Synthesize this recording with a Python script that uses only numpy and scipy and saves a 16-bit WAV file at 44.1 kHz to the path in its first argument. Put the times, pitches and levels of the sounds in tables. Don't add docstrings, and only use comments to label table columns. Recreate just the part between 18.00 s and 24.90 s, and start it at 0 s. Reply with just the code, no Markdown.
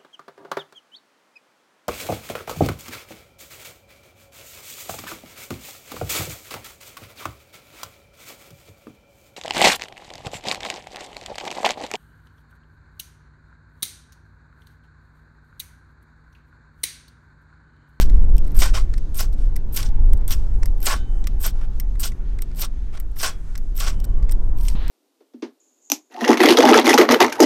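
import sys
import numpy as np
from scipy import signal
from scipy.fft import rfft, irfft, next_fast_len
from scipy.io import wavfile
from scipy.ndimage import uniform_filter1d

SR = 44100
rng = np.random.default_rng(int(sys.argv[2]) if len(sys.argv) > 2 else 0)


def master_out(mix):
    frames = np.transpose(np.atleast_2d(mix))
    ceiling = np.clip(frames, -1, 1)
    pcm = np.round(ceiling * 32767).astype(np.int16)
    wavfile.write(sys.argv[1], SR, pcm)


def invert_db(x):
    u = np.asarray(x, float) / 20
    return 10 ** u


N = 304290
SCENE_CHANGE_S = 6.752


def unit(x):
    return x / np.sqrt(np.mean(x ** 2))


def curve(table, outside=-120.):
    s, *columns = np.transpose(table)
    t = np.arange(N) / SR
    return np.array([np.interp(t, s, column, outside, outside) for column in columns])


def walk(rate):
    hold = int(SR / rate)
    steps = np.repeat(rng.standard_normal(N // hold + 1), hold)
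    return unit(uniform_filter1d(uniform_filter1d(steps, hold), hold)[:N])


def resonate(x, modes, shift_db=0., rate=60):
    filters = []
    for k, (hz, width, db) in enumerate(modes):
        gain = invert_db(db) * (-1) ** k
        filters.append((gain, signal.iirpeak(hz, hz / width, SR)))
    impulse = signal.unit_impulse(4096)
    norm = np.linalg.norm(sum(g * signal.lfilter(*f, impulse) for g, f in filters))
    return sum(g * signal.lfilter(*f, x * invert_db(shift_db * walk(rate))) for g, f in filters) / norm


def coloured(spectrum, flicker_db, rate):
    hz, db = np.transpose(spectrum)
    size = next_fast_len(N)
    place = np.log2(np.maximum(np.arange(size // 2 + 1) * SR / size, 1))
    tone = rfft(rng.standard_normal(size)) * invert_db(np.interp(place, np.log2(hz), db))
    total = 0
    for octave in range(16):
        band = irfft(tone * np.maximum(1 - abs(place - octave), 0), size)[:N]
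        total = total + invert_db(flicker_db * walk(rate)) * band
    return unit(total)


def grit(per_s, spread_db, hiss, patchy_db, rate):
    signs = (rng.random(N) < per_s / SR) * rng.choice([-1, 1], N)
    clicks = signs * invert_db(spread_db * np.minimum(rng.exponential(size=N), 4))
    return unit((unit(clicks) + hiss * rng.standard_normal(N)) * invert_db(patchy_db * walk(rate)))


# f/Hz, level/dB per Hz
BUFFET_SPECTRUM = [(2.4, -38.5), (4.0, 2), (16, 2.5), (30, 2.5), (63, -15.5), (101, -24.5), (123, -52.5),
                   (160, -41), (210, -53.5), (350, -120)]
# t/s, pressure/full scale, length/s
OVERLOAD_SLAMS = [
    (0.15, -1.08, 0.022),
    (0.353, 1.12, 0.019),
    (0.5845, -1.194, 0.02),
    (2.13, 1.04, 0.023),
]


def buffets(gust_db):
    eddies = coloured(BUFFET_SPECTRUM, flicker_db=0.0, rate=2)
    eddies /= uniform_filter1d(eddies ** 2, int(.07 * SR)) ** .28
    level_db = 11.5 + 0.97 * gust_db + 1.8 * walk(7)
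    pressure = .95 * np.tanh(invert_db(level_db) * unit(eddies) / .95)
    t = np.arange(N) / SR
    for s, peak, length in OVERLOAD_SLAMS:
        near = np.exp(-((t - s) / length) ** 2 * 2)
        pressure += near * (peak * np.cos(np.pi * (t - s) / length) - pressure)
    return pressure


# f/Hz, level/dB per Hz
RUSH_SPECTRUM = [(41, -21.5), (70, -8.5), (209, -21), (391, -27.5), (428, -30), (613, -36.5), (989, -42),
                 (2500, -64), (3250, -96), (5500, -120)]


def rush(gust_db):
    far = np.arange(N) / SR > SCENE_CHANGE_S
    level_db = -17.5 + 0.7 * gust_db - 15 * far
    return invert_db(level_db) * coloured(RUSH_SPECTRUM, flicker_db=1.0, rate=12)


# t/s, f/Hz, level/dB
WHISTLE_PATH = [(0, 948, -82), (1.3, 780, -86), (1.8, 950, -56.5), (1.95, 1004, -54.5), (2.1, 900, -54.5),
                (2.3, 900, -65), (2.7, 809, -58), (3.2, 785, -61), (5.8, 902, -79.5), (6.2, 1051, -58.5),
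                (6.5, 982, -57.5), (6.75, 917, -54), (6.9, 943, -67.5)]


def whistle():
    hz, db = curve(WHISTLE_PATH)
    wobble = signal.lfilter(*signal.butter(2, 38, fs=SR), rng.standard_normal((2, N)))
    phase = 2 * np.pi * np.cumsum(hz * (1 + .065 * walk(16))) / SR
    return invert_db(db) * unit(wobble[0] * np.cos(phase) + wobble[1] * np.sin(phase))


def grass():
    hiss = resonate(rng.standard_normal(N), [(6250, 420, 0)])
    return invert_db(-78.5 + 3.0 * walk(4.6)) * hiss


# f/Hz, level/dB per Hz
AIR_SPECTRUM = [(880, -16.5), (1500, -6), (1610, -10.5), (1870, -8.5), (1920, -12.5), (5600, -21),
                (6310, -20.5), (7760, -24), (15100, -33), (16000, -38.5)]


def air():
    return invert_db(-61) * coloured(AIR_SPECTRUM, flicker_db=3.1, rate=16)


# t/s, level/dB
GUSTS = [(0, -17.5), (.35, -20.5), (.62, -23.5), (1.0, -29.5), (1.3, -27), (1.7, -27), (2.1, -23),
         (2.5, -26.5), (2.75, -26.5), (3.3, -27), (3.6, -30.5), (4.4, -31), (5.0, -35.5), (5.7, -33),
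         (6.15, -24), (6.45, -22.5), (6.75, -28), (6.9, -33)]


def wind():
    gust_db, = curve(GUSTS, outside=-30.0)
    return buffets(gust_db) + rush(gust_db) + whistle() + grass() + air()


# t/s, length/s, first chatter level/dB, last chatter level/dB, rise of sizzle level/dB
SKATES = [(0, 0.015, -68, -27.5, 10), (0.546, .069, -43, -30, 11), (1.144, .05, -46.5, -30.5, 12.5),
          (1.722, .054, -50, -28.5, 10.5), (2.278, 0.034, -34.5, -39.5, 4), (2.826, .037, -41, -29.5, 12),
          (3.399, .048, -49, -28.5, 16), (3.995, 0.035, -33.5, -37.5, 6), (4.558, 0.066, -48, -30, 11),
          (5.158, 0.043, -50.5, -36, 17), (5.749, 0.056, -53, -31.5, 7.5), (6.035, .018, -59, -37.5, -2),
          (6.573, .11, -53, -47.5, 13)]
# t/s, hold/s, sizzle level/dB, 30 dB fade/s, box minus sizzle level/dB
SHAVING_CUTS = [(.014, 0.0021, -31, 0.0427, -7.5), (.617, 0.01, -23, 0.0917, -1.5),
                (1.193, 0.01, -29, 0.0776, -6), (1.773, .03, -31.5, 0.0811, -6),
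                (2.305, 0.016, -27, 0.0479, -10), (2.865, 0.056, -21.5, 0.0765, -2.5),
                (3.447, 0.028, -28, 0.0415, -7.5), (4.03, .03, -28, 0.0505, -10),
                (4.622, 0.028, -30.5, 0.0252, -6.5), (5.203, 0.013, -29.5, 0.0614, -6),
                (5.228, 0.043, -24.5, 0.0725, -1.5), (5.803, 0.044, -30.5, 0.0547, -2.5),
                (6.684, 0.01, -46, 0.1, -9)]
# t/s, hold/s, level/dB, 30 dB fade/s, box minus drag
# level/dB
DULL_DRAGS = [(.04, 0.11, -57, .05, -4), (.733, 0.033, -30, 0.082, 0.5), (1.375, .03, -56, 0.19, -6),
              (1.845, 0.019, -41, 0.028, -13), (2.36, 0.08, -54.5, 0.23, -2), (3.54, 0.07, -61, 0.032, 8),
              (3.6, .05, -63.5, 0.017, 13.5), (4.922, 0.053, -53.5, 0.024, 9),
              (5.855, 0.026, -31.5, 0.07, -1)]


def contact():
    levels, t = np.zeros((3, N)), np.arange(N) / SR
    for s, length, from_db, to_db, bite_db in SKATES:
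        on = slice(int(s * SR), int((s + length) * SR))
        progress = np.clip((t[on] - s) / length, 0, 1)
        rod_db = from_db + (to_db - from_db) * progress
        sizzle_db = rod_db - 8 + bite_db * progress ** 3.3
        levels[:, on] += invert_db([sizzle_db, rod_db, rod_db - 10])
    # strokes, chatter dB, chatter sag dB/s, rise s
    for strokes, chatter_db, chatter_sag, rise in [(SHAVING_CUTS, -11.5, 119, 0.0027),
                                                   (DULL_DRAGS, -28, 0, 0.018)]:
        for s, hold, peak_db, fade, box_db in strokes:
            on = slice(int(s * SR), int((s + hold + 2 * fade) * SR))
            age = np.maximum(t[on] - s, 0)
            fade_db = 30 * (np.maximum(age - hold, 0) / fade) ** 1.34
            db = peak_db - 118 * np.minimum(age, hold) - fade_db
            rod_db = chatter_db - box_db - chatter_sag * age
            colour_db = [0 * age, rod_db, box_db + 37.5 * age]
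            levels[:, on] += np.minimum(age / rise, 1) * invert_db(db + colour_db)
    return levels


# t/s, peak level/dB
CATCH_HITS = [(.0074, -20), (.169, -47), (.4489, -36.5), (.5895, -13.5), (1.193, -17), (1.773, -15),
              (1.8286, -14), (1.8881, -32), (2.3121, -19), (2.8654, -9.5), (2.893, -15), (2.965, -28),
              (3.4253, -38), (3.4475, -15), (4.03, -15), (4.615, -24), (5.2287, -15), (5.764, -32),
              (5.8016, -16), (5.8641, -26), (6.6837, -12.5), (6.6996, -28)]
# t/s, peak level/dB
FLAT_KNOCKS = [(.0978, -29.5), (.5087, -41), (.9382, -25), (1.9015, -45), (2.2114, -43), (2.541, -43),
               (2.6303, -22.5), (3.2414, -28.5), (3.7335, -49), (3.8867, -57), (4.119, -34), (4.3056, -55),
               (4.3874, -29), (4.515, -39.5), (4.9733, -29), (5.554, -22.5), (6.2262, -35.5),
               (6.2934, -26.5)]
# t/s, peak level/dB
SKIP_CHIRPS = [(.3662, -37), (.381, -24.5), (.4664, -41), (.5512, -35), (.5637, -41), (1.1448, -31),
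               (1.1554, -29), (1.1772, -38), (1.322, -46), (1.3287, -38), (1.338, -40), (1.7424, -37),
               (2.8161, -30), (2.828, -22.5), (3.404, -38), (4.0036, -41), (4.548, -40.5), (4.558, -44),
               (4.568, -44), (5.7541, -38), (5.777, -23.5), (6.001, -28.5), (6.0434, -27), (6.585, -35),
               (6.61, -31), (6.63, -42), (6.668, -32), (6.8797, -27)]
# t/s, peak level/dB, rod chatter minus peak level/dB
EDGE_TICKS = [(.4773, -38, -3), (.5177, -41, 3), (.617, -16, -4), (.9792, -29.5, -5), (1.5578, -32, -10),
              (1.5627, -25.5, 9.5), (2.1332, -25.5, 1), (2.174, -35.5, 1), (2.282, -32, 1),
              (2.3055, -19, -6), (2.6575, -19.5, -5), (2.7804, -43, -3), (2.803, -35, 6),
              (3.271, -18, -0.5), (3.3897, -48, -1), (3.799, -16.5, 1), (3.997, -32, 5),
              (4.4205, -22.5, 2.5), (5.0001, -24.5, 3), (5.1164, -47, -2), (5.2013, -19, -3.5),
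              (5.222, -22, 2), (5.5774, -26.5, 1.5), (6.3122, -33, 14), (6.321, -24.5, 8),
              (6.6508, -30.5, -1)]
# t/s, peak level/dB
BOX_BUMPS = [
    (3.9549, -40.5),
    (5.1647, -41),
    (5.785, -38.5),
    (6.2, -51),
]


def touches():
    # rod, box re peak dB; the ticks bring their own rod level
    kinds = [(FLAT_KNOCKS, (-23, 0)), (EDGE_TICKS, (-4.1,)), (SKIP_CHIRPS, (-1.5, -21)),
             (CATCH_HITS, (-10.5, -10.5)), (BOX_BUMPS, (-21, 8.6))]
    return [(*row, *colour) for rows, colour in kinds for row in rows]


def ticks(t60, bounce_s, bounce_db, tail_db, tail_t60):
    out, t = np.zeros((3, N + 2048)), np.arange(2048) / SR
    for s, db, rod_db, box_db in touches():
        late, size = rng.standard_normal(2)
        noise = rng.standard_normal(2048)
        after = t - bounce_s * (1 + 0.15 * late)
        rebound = (after > 0) * 1000. ** (-np.maximum(after, 0) / t60)
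        first = 1000. ** (-t / t60)
        tail = invert_db(tail_db) * 1000. ** (-t / tail_t60)
        i = int(s * SR)
        for row, (own_db, again_db) in enumerate([(0, 0), (rod_db, -7), (box_db, 4)]):
            shape = first + invert_db(bounce_db + again_db + 3 * size) * rebound + tail
            out[row, i:i + 2048] += invert_db(db + own_db) * shape * noise
    return out[:, :N]


# t/s, f/Hz, level/dB, rise/s, t60/s
STEEL_RINGS = [(.615, 5800, -26, .004, .04), (.62, 1480, -30, .01, .1), (1.174, 12200, -22, .002, .025),
               (1.741, 12400, -26, .004, .05), (2.803, 12400, -32, .002, .03),
               (2.828, 12400, -20, .003, .03), (2.865, 3400, -28, .006, .08), (2.875, 1480, -24, .012, .15),
               (2.905, 8270, -24, .006, .04), (2.92, 6621, -53, .02, .39), (3.998, 12400, -24, .002, .03),
               (5.23, 1089, -24, .01, .14), (5.24, 1480, -30, .01, .12), (5.775, 7800, -24, .003, .03),
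               (5.785, 12500, -26, .004, .04), (5.825, 1500, -32, .008, .08), (5.86, 1400, -30, .01, .12),
               (6.228, 4800, -58, .004, .12), (2.92, 1535, -38, .015, .33), (2.9, 3048, -51, .02, 1.2),
               (2.93, 3714, -46, .015, .35), (2.93, 3480, -47, .015, .3), (5.26, 3330, -38, .01, .24),
               (5.87, 3042, -55, .03, 1.1)]


def rings():
    out, t = np.zeros(N + SR), np.arange(SR) / SR
    shake = walk(150)
    for s, hz, db, rise, t60 in STEEL_RINGS:
        i = int(s * SR)
        blur_hz = 45 * np.exp(-t / .06) * np.roll(shake, -i)[:SR]
        swell = (1 - np.exp(-t / rise)) ** 2 * 1000. ** (-t / t60)
        out[i:i + SR] += invert_db(db) * swell * np.sin(2 * np.pi * np.cumsum(hz + blur_hz) / SR)
    return out[:N] * invert_db(1.2 * walk(70))


def scattered(near):
    t = np.arange(SR // 4) / SR
    noise = signal.lfilter(*signal.butter(2, 5500, fs=SR), rng.standard_normal(len(t)))
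    scatter = noise * 1000. ** (-t / 0.097)
    return invert_db(-22.5) * signal.fftconvolve(near, scatter / np.linalg.norm(scatter))[:N]


# f/Hz, width/Hz, level/dB
SHAVING_MODES = [(2850, 1430, 1), (3630, 950, 5.5), (4730, 1120, 1.5), (5645, 600, 8.5), (6530, 3940, -0.5)]
ROD_MODES = [(10300, 1500, -13), (12270, 530, -2), (13460, 1670, 1.5), (13500, 3600, -4)]
BLADE_MODES = [(7860, 920, -8.5), (8700, 1090, 4.5), (9500, 770, -7.5)]
BOX_MODES = [(655, 390, -6.5), (1110, 63, 1), (1330, 216, -3.5), (1540, 270, -0.5), (1990, 1200, -10)]
TAP_MODES = [(1170, 270, -9), (2026, 260, -1.5)]


def striker():
    levels = contact()
    bite = grit(per_s=1400, spread_db=6, hiss=2.4, patchy_db=1.9, rate=150)
    squeal = grit(per_s=5800, spread_db=7.5, hiss=1.5, patchy_db=3.5, rate=200)
    judder = grit(per_s=800, spread_db=3.5, hiss=0.94, patchy_db=2.5, rate=90)
    for s, *_ in touches():
        i = int(s * SR)
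        levels[:, i - 200:i] *= invert_db(np.linspace(0, -6, 200))
    scrape = levels * [bite, squeal, judder]
    touch = invert_db(-9.5) * ticks(t60=0.0057, bounce_s=.003, bounce_db=-6, tail_db=-15.0, tail_t60=0.041)
    shavings, rod = scrape[:2] + touch[:2]
    blade = invert_db(-7.5) * shavings + invert_db(-5.5) * rod
    near = resonate(shavings, SHAVING_MODES, shift_db=1.0, rate=110)
    near += resonate(rod, ROD_MODES, shift_db=2.0, rate=98)
    near += resonate(blade, BLADE_MODES, shift_db=3.0, rate=100)
    near += resonate(scrape[2], BOX_MODES, shift_db=1.5, rate=60)
    near += resonate(touch[2], TAP_MODES)
    return near + rings() + scattered(near)


# f/Hz, level/dB per Hz
FAR_SPECTRUM = [(60, -20), (120, 7), (350, -4), (1000, -7), (2500, -17), (4200, -19.5), (4900, -30),
                (8000, -38), (11000, -37)]


def far_microphone():
    t = np.arange(N) / SR - SCENE_CHANGE_S
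    thump = invert_db(-15) * np.sin(2 * np.pi * 120 * t) * np.exp(-(t / 0.0023) ** 2)
    hiss = invert_db(-39.5) * coloured(FAR_SPECTRUM, flicker_db=3.0, rate=11)
    return np.clip(t / 0.0014, 0, 1) * hiss + thump


def scene():
    return (wind() + striker() + far_microphone())[None]


def band_limit(x):
    return signal.sosfilt(signal.butter(12, 16430, fs=SR, output="sos"), x)


def record(dry):
    low_pass = signal.ellip(8, .2, 60, 16100, fs=SR, output="sos")
    mix = signal.sosfilt(low_pass, np.clip(dry, -1, 1))
    return band_limit(mix)


dry = scene()
out = record(dry)
master_out(out)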